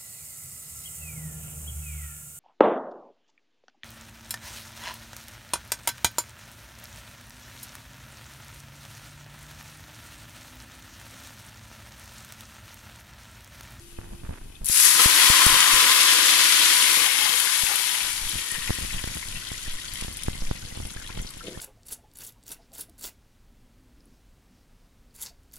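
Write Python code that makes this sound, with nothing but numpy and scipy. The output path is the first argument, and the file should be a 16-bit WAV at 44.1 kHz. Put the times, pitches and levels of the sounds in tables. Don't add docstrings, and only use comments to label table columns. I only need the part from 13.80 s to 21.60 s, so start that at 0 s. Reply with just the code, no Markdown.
import sys
import numpy as np
from scipy import signal
from scipy.fft import rfft, irfft
from scipy.io import wavfile

SR = 44100
rng = np.random.default_rng(int(sys.argv[2]) if len(sys.argv) > 2 else 0)


def inscribe(sig):
    pcm = np.round(np.clip(np.atleast_2d(sig).T, -1, 1) * 32767)
    wavfile.write(sys.argv[1], SR, pcm.astype(np.int16))


N = 344156
TIME = np.arange(N) / SR
TAPS = 4096
BINS = np.fft.rfftfreq(TAPS, 1 / SR)
LANDS_S = .841
POPS_FROM_S = 3.3


def amp(db):
    return np.exp(np.asarray(db) * (np.log(10) / 20))


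def unit(x):
    return x / np.sqrt(np.mean(np.atleast_2d(x).mean(0) ** 2) + 1e-20)


def curve(rows, axis=1):
    rows = np.array(rows)
    return np.interp(TIME, rows[:, 0], rows[:, axis])


def shape(rows, axis=1):
    rows = np.array(rows)
    return np.interp(np.log(BINS + 1), np.log(rows[:, 0]), rows[:, axis])


def convolve(x, taps):
    x = np.atleast_2d(x).astype(np.float32)
    taps = np.atleast_2d(taps).astype(np.float32)
    return signal.oaconvolve(x, taps, axes=1)[:, :N].astype(float)


def colour(x, db):
    log_gain = np.log(amp(np.maximum(db, -100)))
    circle = np.concatenate([log_gain, log_gain[-2:0:-1]])
    taps = np.fft.ifft(np.exp(np.conj(signal.hilbert(circle)))).real
    return convolve(x, taps)


def add(mix, s, sound):
    part = mix[..., max(round(s * SR), 0):][..., :sound.shape[-1]]
    part += sound[..., :part.shape[-1]]


def clicks(per_s, spread_db):
    chance = np.broadcast_to(per_s / SR, N)
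    at = np.flatnonzero(rng.random(N) < chance)
    size = amp(spread_db * np.minimum(rng.exponential(1, len(at)), 5))
    out = np.zeros(N)
    out[at] = size * rng.choice([-1, 1], len(at)) / np.sqrt(chance[at])
    return unit(out)


def surge(per_s, depth_db):
    knots = np.cumsum(rng.uniform(.5, 1.5, 2000)) / per_s - 1
    return amp(depth_db * np.interp(TIME, knots, rng.standard_normal(len(knots))))


def swell(s, width_s, db):
    return amp(db * np.exp(-((TIME - s) / width_s) ** 2))


def strokes(rows, attack_s, release_s):
    power = np.zeros(N)
    for s, length, db in rows:
        t = TIME[:round((length + 10 * release_s) * SR)]
        rise = np.minimum(t / attack_s, 1)
        fall = np.exp(-np.maximum(t - length, 0) / release_s)
        add(power, s, (amp(db) * rise * fall) ** 2)
    return np.sqrt(power)


def above(hz, steepness):
    return 1 / (1 + (hz / (BINS + 1)) ** steepness)


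def resonate(x, hz, width):
    turn = np.exp(2j * np.pi * np.cumsum(hz) / SR)
    r = np.exp(-np.pi * width / SR)
    return 2 * (turn * signal.lfilter([1 - r], [1, -r], x / turn)).real


def echoes(length_s, gap_s, t60):
    t = np.arange(round(length_s * SR)) / SR
    tail = rng.standard_normal((2, len(t))) * amp(-60 * t / t60) * (t > gap_s)
    return tail / np.linalg.norm(tail, axis=1, keepdims=True)


def walls(x, t60=0.046, walls_db=-1):
    path = amp(walls_db) * echoes(.04, .0007, t60)
    path[0, rng.integers(8, 30)] += 1
    path[1, 0] += .6
    return convolve(x, path)


def at_ports(x, db):
    # frequency in Hz, width in Hz, peak gain in dB.
    pot_modes = [(171, 37, 9), (296, 47, 11), (349, 51, 9), (483, 26, 12.5), (546, 23, 10), (807, 35, 2.5),
                 (988, 96, 3), (1057, 33, 4.5), (1620, 29, -0.5), (2100, 240, 1.5), (3270, 240, 1.2)]
    # frequency in Hz, gain of the side signal in dB.
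    side_gain = [(100, -21), (300, -13), (650, -1), (1050, -10), (1400, -13.5), (2400, 0)]
    # frequency in Hz, left gain in dB, right gain in dB.
    port_gain = [(312, -6.5, -2.5), (1040, -0.5, -3), (1490, 0.5, -1.5), (1980, -2, -9.5), (3100, -1, -5.5),
                 (4300, -0.5, -2), (6400, 0, 0.5), (8030, -2, -1), (9240, 2.5, -2), (10500, 5, -8.5),
                 (11400, 4.5, -14), (12800, -3, -0.5), (16000, -3.5, -5.5)]
    pot_db = sum(peak / (1 + (2 * (BINS - hz) / width) ** 2) for hz, width, peak in pot_modes)
    mid = (x[0] + x[1]) / 2
    side = colour((x[0] - x[1]) / 2, shape(side_gain))
    left = colour(mid + side, db + pot_db + shape(port_gain, axis=1))
    right = colour(mid - side, db + pot_db + shape(port_gain, axis=2))
    return np.vstack([left, right])


def bursts(per_s, share, spread_db, smooth_db, count=10, drift_per_s=.7):
    # frequency in Hz, gain in dB.
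    burst_gain = [(100, -38), (250, -28), (420, -25), (600, -29), (670, -20.5), (780, -18), (900, -14),
                  (1100, -7), (1350, -5.5), (1800, -1.5), (3500, -2), (5500, -5.5), (8000, -4.5),
                  (11000, -5), (13000, -12.5), (16000, -20)]
    drops = clicks(per_s, spread_db)
    spot = np.floor(count * (drift_per_s * TIME + .5 * rng.random(N))) % count
    popping = unit(sum(walls(drops * (spot == k)) for k in range(count)))
    steam = amp(smooth_db) * unit(rng.standard_normal((2, N)))
    return unit(at_ports(popping + steam, shape(burst_gain) + 10 * np.log10(share + 1e-10)))


def follow(full_db, share, start_db, rise_s):
    # time in seconds, level relative to full boil in dB.
    boil_level = [(1.0, -0.5), (1.05, 1.5), (1.13, -1.58), (1.19, -1.62), (1.21, 1.32), (1.245, 1.33),
                  (1.27, -1.2), (1.42, 0.82), (1.75, -0.35), (2.5, -0.5), (3.26, -2.5), (3.3, -5),
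                  (3.45, -4), (3.97, -6.5), (4.21, -9), (4.33, -12.5), (4.8, -16), (5.55, -21.5),
                  (6.12, -23.5), (6.22, -22), (6.31, -26), (7.8, -31.5)]
    age = np.maximum(TIME - LANDS_S, 0)
    return amp(full_db + share * curve(boil_level) + start_db * np.exp(-age / rise_s))


def bubble(hz, cycles, glide=0.094):
    t = np.arange(900) / SR
    age = hz * t / cycles
    return np.exp(-age) * np.sin(2 * np.pi * hz * t * (1 + glide * np.tanh(age / 3)))


def cluster(length_s, hz, cycles, count, spread_octaves=0.287):
    out = np.zeros(TAPS)
    for when, pitch, size in rng.random((count, 3)):
        bubble_hz = hz * 2 ** (spread_octaves * (4 * pitch - 2))
        add(out, length_s * when ** 2, (size + .5) * bubble(bubble_hz, cycles))
    return out * np.sqrt(.01 * SR / np.sum(out ** 2))


def kitchen(air_db=-57.5, hum_hz=343, hum_db=-54, hum_ends_s=0.42):
    # frequency in Hz, gain in dB.
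    air_gain = [(30, -4.5), (150, -8), (350, -7.5), (520, -20), (1500, -15.5), (6000, -32), (16000, -43)]
    air = unit(colour(rng.standard_normal((2, N)) + rng.standard_normal(N), shape(air_gain)))
    hum = np.sin(2 * np.pi * hum_hz * TIME)
    return amp(air_db) * air + strokes([(0, hum_ends_s, hum_db)], attack_s=0.0037, release_s=.03) * hum


def frying(level_db=-55):
    tick_db = shape([(500, -16), (1200, -8), (1800, -5), (3300, -0.5), (5500, -0.5), (10000, 1.0), (16000, 4)])
    gain = amp(level_db + curve([(0.14, 1), (0.22, -1.5), (4.0, -6.5)]))
    return gain * bursts(1500, amp(tick_db) ** 2, spread_db=3.0, smooth_db=3.0, count=2)


def squeezes():
    # start in seconds, length in seconds, signed peak pressure (full scale 1).
    squeeze_rows = [(4.42, 0.057, -0.025), (4.738, 0.075, -0.016), (5.858, 0.12, 0.037),
                    (6.45, 0.082, 0.031), (6.612, 0.095, 0.066), (7.371, 0.064, 0.023)]
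    out = np.zeros(N)
    for s, length, height in squeeze_rows:
        u = np.arange(0, 1, 1 / (length * SR))
        add(out, s, height * np.sin(2 * np.pi * u))
    return out


def through_case(x, lag_s=0.00063, soft_hz=480):
    late = np.interp(TIME - lag_s, TIME, x[0])
    return np.array([signal.lfilter(*signal.butter(1, soft_hz, fs=SR), late), x[-1]])


def finger(tick_db=3):
    # frequency in Hz, gain in dB.
    rub_gain = [(80, -9), (300, 9), (700, 0.5), (1500, 4.5), (2500, -3.5), (5000, -21), (12000, -46)]
    # start in seconds, length in seconds, relative level in dB.
    rub_rows = [(.18, 0.13, -58), (.44, 0.14, -51)]
    # time in seconds, relative peak in dB.
    tick_rows = [(0.186, -40), (0.193, -42), (0.215, -34), (0.235, -40), (0.243, -36), (0.32, -43),
                 (0.335, -40), (0.436, -37), (0.464, -38), (0.493, -35), (0.51, -37), (0.539, -38.5),
                 (0.556, -41), (0.584, -37), (0.819, -40)]
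    rubbing = unit(colour(clicks(220, spread_db=-0.5), shape(rub_gain)))
    rub = strokes(rub_rows, attack_s=0.0099, release_s=0.044) * rubbing
    tick = colour(np.eye(1, TAPS), shape(rub_gain))[0]
    ticks = np.zeros(N)
    for s, db in tick_rows:
        add(ticks, s, amp(db + tick_db) * tick / abs(tick).max())
    return (rub + ticks) * amp([[-11], [2]])


def handling(leak_hz=55, thump_db=5.0, slips_per_s=170, apart_db=-18):
    # time in seconds, relative signed pressure step.
    thump_rows = [(0.188, -0.046), (0.333, 0.0088), (0.508, 0.031), (0.898, 0.049), (1.2586, 0.19),
                  (1.5007, -0.14), (1.6652, 0.19), (3.835, 0.04), (4.556, -0.031), (4.722, -0.021),
                  (4.789, 0.01), (4.896, -0.088), (4.9056, -0.19), (4.9864, -0.046), (5.049, 0.038),
                  (5.241, 0.083), (5.275, 0.052), (5.369, -0.04), (5.7172, 0.051), (6.013, 0.01),
                  (6.224, 0.048), (6.2471, -0.038), (6.2823, 0.04), (6.313, -0.017), (6.4836, -0.18),
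                  (6.622, 0.044), (6.712, -0.16), (6.974, 0.042), (7.002, 0.048), (7.007, -0.014),
                  (7.053, -0.032), (7.1632, 0.029), (7.303, 0.03), (7.375, -0.053), (7.448, -0.023),
                  (7.57, 0.016), (7.7747, 0.041)]
    # frequency in Hz, gain in dB.
    body_gain = [(10, -4.5), (40, -0.5), (280, 0.5), (520, 5.5), (1100, -0.5), (1700, 1), (3000, -10),
                 (8000, -50)]
    # start in seconds, length in seconds, level in dB.
    grip_rows = [(0, 0.76, -47), (.17, 0.022, -36), (.23, 0.018, -37), (.31, 0.016, -38), (.43, 0.018, -38),
                 (.485, 0.028, -34), (.61, 0.078, -42), (.81, .03, -37), (1.7, 0.054, -40),
                 (1.92, 0.025, -38), (4.22, 0.39, -48.5), (4.41, .05, -42), (4.53, .03, -37),
                 (4.72, 2.93, -44), (4.76, 0.027, -40), (4.98, 0.045, -32), (5.11, 0.047, -34.5),
                 (5.29, 0.023, -35), (5.345, .03, -35), (5.45, .045, -36.5), (5.54, 0.032, -36.5),
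                 (5.6, 0.057, -49), (5.72, .06, -57), (5.87, 0.035, -33), (6.075, 0.099, -41.5),
                 (6.22, .03, -45), (6.5, 0.25, -35.5), (6.82, 0.035, -38), (6.91, 0.15, -36.5),
                 (7.37, 0.1, -40.5), (7.72, 0.061, -44)]
    # frequency in Hz, gain in dB.
    grip_gain = [(12, -3.5), (22, 5), (40, -4.5), (110, -8.5), (210, -14.5), (350, -22.5), (500, -21),
                 (1000, -28.5), (3000, -93)]
    steps = np.zeros(N)
    for s, height in thump_rows:
        add(steps, s, np.array([height]))
    leaked = signal.lfilter(*signal.butter(1, leak_hz, "high", fs=SR), np.cumsum(steps))
    thumps = colour(leaked, shape(body_gain))
    slips = clicks(slips_per_s, spread_db=0.7) + amp(apart_db) * rng.standard_normal((2, N))
    slipping = unit(colour(slips * surge(10, depth_db=2.5), shape(grip_gain)))
    rumble = strokes(grip_rows, attack_s=0.003, release_s=0.028) * slipping
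    return through_case(amp(thump_db) * thumps + rumble + squeezes()) + finger()


def drip(at_s=.754, hz=3500, level_db=-37):
    out = np.zeros(N)
    add(out, at_s, amp(level_db) * bubble(hz, cycles=11, glide=0.018))
    return walls(out, walls_db=-11)


def splash(width_hz=1100):
    # time in seconds, resonance in Hz, level in dB.
    gush_rows = [(.85, 2600, -64), (.874, 2080, -40), (.93, 1660, -44), (.945, 1800, -37),
                 (.975, 1180, -40), (.995, 2000, -32), (1.04, 1690, -36), (1.075, 1870, -46),
                 (1.11, 1250, -37.5), (1.2, 1080, -29), (1.3, 1050, -90)]
    drops = walls(clicks(1200, spread_db=5.0), walls_db=-0.5)
    hz = curve(gush_rows)
    slosh = resonate(resonate(drops, hz, width_hz), hz, width_hz)
    slosh = unit(at_ports(slosh, shape([(700, -16), (1300, -7), (2100, -6.5), (8000, 0)])))
    return amp(curve(gush_rows, axis=2)) * surge(50, depth_db=3) * slosh


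def sizzle(bursts_per_s=12000, hollow_db=1, hollow_hz=110, simmer_db=-62, crackle_rise_s=0.062):
    # time in seconds, resonance in Hz.
    hollow_rows = [(2.6, 1016), (3.3, 1040), (3.7, 980), (4.2, 960), (5.1, 1070)]
    per_s = bursts_per_s * follow(0, share=.88, start_db=-16, rise_s=.12)
    finest, fine = above(11960, steepness=21.7), above(5250, steepness=5.9)
    medium, low = above(1430, steepness=7.26), above(615, steepness=8.25)
    foam_cover_s, foam_cover_width_s = 2.18, 0.94

    mist = bursts(per_s, finest, spread_db=3.0, smooth_db=-3, count=2)
    mist = follow(-28.5, share=1.3, start_db=-14, rise_s=0.1) * mist
    fizz = bursts(per_s, fine * (1 - finest), spread_db=3.0, smooth_db=-11.0)
    fizz = follow(-21.5, share=1.017, start_db=-28, rise_s=0.044) * fizz
    flash = swell(0.99, width_s=0.2, db=4.5)
    spray = flash * swell(foam_cover_s, foam_cover_width_s, db=-2.5) * (mist + fizz)

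    crackle = bursts(.6 * per_s, medium * (1 - fine), spread_db=3.0, smooth_db=-10)
    crackle = follow(-22.0, share=0.98, start_db=-35.0, rise_s=0.11) * crackle
    crackle = crackle * swell(foam_cover_s, foam_cover_width_s, db=1.5)
    crackle = crackle * np.clip((TIME - LANDS_S) / crackle_rise_s, 0, 1)

    boil = bursts(.25 * per_s, low * (1 - medium), spread_db=3.5, smooth_db=-9, count=4)
    boil = unit(boil + amp(hollow_db) * resonate(boil, curve(hollow_rows), hollow_hz))
    boil = follow(-31.5, share=1.13, start_db=-59, rise_s=0.086) * boil
    boil = boil * swell(1.68, width_s=0.52, db=5.5)

    churn_gain = np.hypot(follow(-41, share=1.9, start_db=-27, rise_s=0.2), amp(simmer_db))
    churn_share = above(215, steepness=2.8) * (1 - low)
    churn = churn_gain * bursts(600, churn_share, spread_db=2.0, smooth_db=0, count=1)

    fine_part = spray * surge(25, depth_db=0.5) + crackle * surge(30, depth_db=0.8)
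    return fine_part + boil * surge(25, depth_db=0.9) + churn * surge(15, depth_db=0.5)


def bubbles(low_hz=1900, high_hz=7500, spread_db=11, length_s=.012, cycles=3.8, count=560):
    # frequency in Hz, gain in dB.
    bubble_gain = [(600, -4), (1100, -8), (1300, -8), (1560, 0), (1750, -4.5), (2300, -1), (2950, 1),
                   (3190, 3), (3450, -0.5), (3900, -2.5), (5000, -6.5), (7500, 2)]
    spots = np.zeros((8, N))
    for k, (when, pitch, size) in enumerate(rng.random((count, 3))):
        gulp = cluster(length_s, low_hz * (high_hz / low_hz) ** pitch, cycles, count=3)
        add(spots[k % len(spots)], (k + when) / count * TIME[-1], amp(spread_db * size ** 2) * gulp)
    sound = unit(at_ports(sum(walls(spot, walls_db=-4) for spot in spots), shape(bubble_gain)))
    return follow(-31.5, share=0.71, start_db=-31, rise_s=0.053) * sound


def spits(decay_s=0.00068, focus_db=7, level_db=3):
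    # time in seconds, relative peak in dB, brightest frequency in Hz.
    spit_rows = [(0.845, -14, 9850), (0.858, -6, 11000), (0.8663, -7, 11000), (0.887, -2, 9000),
                 (1.663, 2.5, 10700), (3.6, -2.5, 10500), (3.822, -7, 3600), (3.957, -4, 10500),
                 (4.494, -7, 11100), (4.7164, -10, 11000), (5.0042, -18, 10900), (5.346, -16, 10000),
                 (6.0, -25, 6700), (6.082, -27, 3840), (6.1365, -17, 8400), (6.157, -17, 2500),
                 (6.211, -13, 3600), (6.328, -22, 10050), (6.371, -16, 10400), (6.4348, -14, 5460),
                 (6.729, -36, 5500), (6.737, -31, 10500), (6.85, -31, 4180), (7.053, -24, 3500),
                 (7.199, -24.5, 4000), (7.2646, -26, 3170), (7.417, -26, 10300), (7.505, -20, 9500),
                 (7.576, -24.5, 6500)]
    t = np.arange(TAPS) / SR
    out = np.zeros(N)
    for s, db, hz in spit_rows:
        hump = amp(-focus_db * np.log2((BINS + 1) / hz) ** 2) + 0.056 * above(2000, steepness=4)
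        crack = irfft(rfft(rng.standard_normal(TAPS)) * hump) * np.exp(-t / decay_s)
        add(out, s, amp(db + level_db) * crack / abs(crack).max())
    spit_db = shape([(400, -26), (1000, -8.0), (7000, -5.0), (10500, 1.0), (16000, -12)])
    return at_ports(walls(out, walls_db=-5.5), spit_db)


def plunge():
    # time in seconds, level in dB.
    jet_level = [(2.8, -90), (3.25, -38), (3.6, -41), (3.9, -39.5), (4.15, -41), (4.4, -52), (4.7, -61),
                 (5.2, -94)]
    # frequency in Hz, gain in dB.
    jet_gain = [(300, -29), (700, -15), (850, 0), (1050, -5), (1250, 0.5), (1550, 0.5), (2000, -4),
                (4000, -24)]
    gain = amp(curve(jet_level)) * surge(18, depth_db=5.5)
    return gain * unit(at_ports(walls(clicks(1800, spread_db=2.0), t60=0.014), shape(jet_gain)))


def blips(low_hz=1400, high_hz=5000, cycles=11, level_db=-44, spread_db=8, fade_db_per_s=-0.5, count=150):
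    out = np.zeros(N)
    for when, pitch, size in rng.random((count, 3)):
        age = when * (TIME[-1] - POPS_FROM_S)
        gain = amp(level_db + spread_db * size ** 2 + fade_db_per_s * age)
        add(out, POPS_FROM_S + age, gain * bubble(low_hz * (high_hz / low_hz) ** pitch, cycles))
    return walls(out, walls_db=2)


def pops(per_s=110, level_db=-50, fade_db_per_s=-2, build_s=0.67):
    age = np.maximum(TIME - POPS_FROM_S, 0)
    snaps = sum(walls(clicks(per_s / 3, spread_db=3.0), walls_db=-6) for spot in range(3))
    snap_db = shape([(500, -15), (1200, 1), (2200, -4), (3800, -3), (6500, 3), (11000, -15), (16000, -15)])
    gain = np.minimum(age / build_s, 1) * amp(level_db + fade_db_per_s * (age - build_s))
    return gain * unit(at_ports(snaps, snap_db))


def gurgles(cycles=4.4):
    # start in seconds, length in seconds, relative level in dB, middle frequency in Hz.
    gulp_rows = [(3.864, .02, -21, 2290), (4.089, 0.011, -31, 2600), (4.143, 0.019, -22, 2330),
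                 (4.203, 0.013, -22, 2540), (4.749, .02, -26.5, 2100), (4.785, 0.053, -30, 3200),
                 (4.874, 0.016, -25.5, 2100), (5.035, 0.022, -31, 2880), (5.105, 0.011, -31, 2030),
                 (5.131, 0.028, -27, 2850), (5.18, .014, -27.5, 2670), (5.423, 0.01, -30.5, 1740),
                 (5.556, .03, -29.5, 3120), (5.667, .02, -30, 3600), (5.703, 0.017, -34, 2100),
                 (5.768, 0.01, -40, 3450), (5.875, 0.034, -31.5, 3160), (5.997, 0.026, -38, 4240),
                 (6.062, 0.01, -42, 2530), (6.08, .012, -32.5, 3620), (6.192, .022, -36, 2500),
                 (6.235, 0.0081, -35, 3600), (6.279, .008, -44, 3420), (6.389, .022, -33, 2820),
                 (6.53, .025, -36.5, 3500), (6.575, .03, -37, 3400), (6.605, .012, -37, 4600),
                 (6.676, .012, -48, 2100), (6.746, 0.014, -40, 2400), (6.826, 0.0082, -48, 2400),
                 (6.849, .02, -37, 4100), (7.167, 0.0077, -36, 1900), (7.216, 0.012, -37, 1760),
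                 (7.263, .012, -37, 2900), (7.29, .012, -37, 1110), (7.388, 0.015, -37, 2100),
                 (7.466, 0.029, -35, 4370), (7.607, 0.0092, -39, 1510), (7.669, 0.021, -35.5, 3100)]
    spots = np.zeros((6, N))
    for k, (s, length, db, hz) in enumerate(gulp_rows):
        gulp = cluster(length, hz, cycles, count=10, spread_octaves=0.18)
        add(spots[k % len(spots)], s, amp(db) * gulp)
    sound = sum(walls(spot, walls_db=-6.5) for spot in spots)
    return at_ports(sound, shape([(400, -19), (1000, -1), (1700, -1.0)]))


def knock(at_s=7.682, blow_db=-25, scuff_s=7.63, scuff_length_s=0.11, scuff_db=-44.5):
    # mode in Hz, width in Hz, relative level in dB.
    knock_modes = [(179, 130, 0), (341, 55, 6), (415, 70, -2), (502, 52, 4), (630, 110, -5)]
    power = sum(amp(db) ** 2 / (1 + (2 * (BINS - hz) / width) ** 2) ** 2 for hz, width, db in knock_modes)
    modes_db = 10 * np.log10(power)
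    blow = np.zeros(N)
    add(blow, at_s, np.ones(1))
    blow = colour(blow, modes_db)
    scuff = strokes([(scuff_s, scuff_length_s, scuff_db)], attack_s=.012, release_s=0.026)
    return amp(blow_db) * blow / abs(blow).max() + scuff * unit(colour(rng.standard_normal(N), modes_db))


def filling(x, width_hz=110, level_db=-0.3):
    # time in seconds, resonance in Hz, gain in dB.
    foam_rows = [(1.0, 1880, -5), (1.9, 1990, -6), (2.9, 2080, -12), (3.35, 2090, 1), (3.65, 2180, -9),
                 (4.15, 2270, -12), (4.7, 2300, -9), (5.2, 2320, -44)]
    open_rows = [(4.4, 1810, -37), (4.7, 1860, 6), (5.1, 1930, -2), (5.8, 1970, -2), (6.5, 2040, 1),
                 (7.2, 2110, -4), (7.8, 2140, 0)]
    rings = sum(amp(curve(rows, axis=2)) * resonate(x, curve(rows), width_hz) for rows in [foam_rows, open_rows])
    return amp(level_db) * (x + rings)


def room(x, t60=0.5, room_db=-11, count=3, half_turns_per_s=1.318):
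    wet = np.zeros_like(x)
    for k in range(count):
        feed = np.sqrt(2 / count) * np.cos(np.pi * (half_turns_per_s * TIME + k / count))
        wet += convolve(x * feed, echoes(.3, .007, t60))
    return x + amp(room_db) * wet


def scene():
    # time in seconds, gain in dB.
    shade_rows = [(0.85, -2.5), (1.05, -3.5), (1.25, -1.5), (3.12, -2), (3.3, -6.5), (4.0, -6.5),
                  (4.5, -2.5), (6.0, -1), (7.8, -0.5)]
    landed = np.clip((TIME - LANDS_S) / 0.009, 0, 1)
    water = landed * (sizzle() + bubbles() * surge(35, depth_db=2.1))
    water = water + drip() + splash() + plunge() + gurgles() + blips()
    pot = room(filling(water + spits() + pops()) + frying())
    pot[1] *= amp(curve(shade_rows))
    return pot + handling() + knock() + kitchen()


def record(dry, edge_hz=15800):
    low_pass = signal.firwin(511, edge_hz, window=("kaiser", 9), fs=SR)
    return signal.oaconvolve(np.clip(dry, -1, 1), low_pass[None], "same")


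dry = scene()
out = record(dry)
inscribe(out)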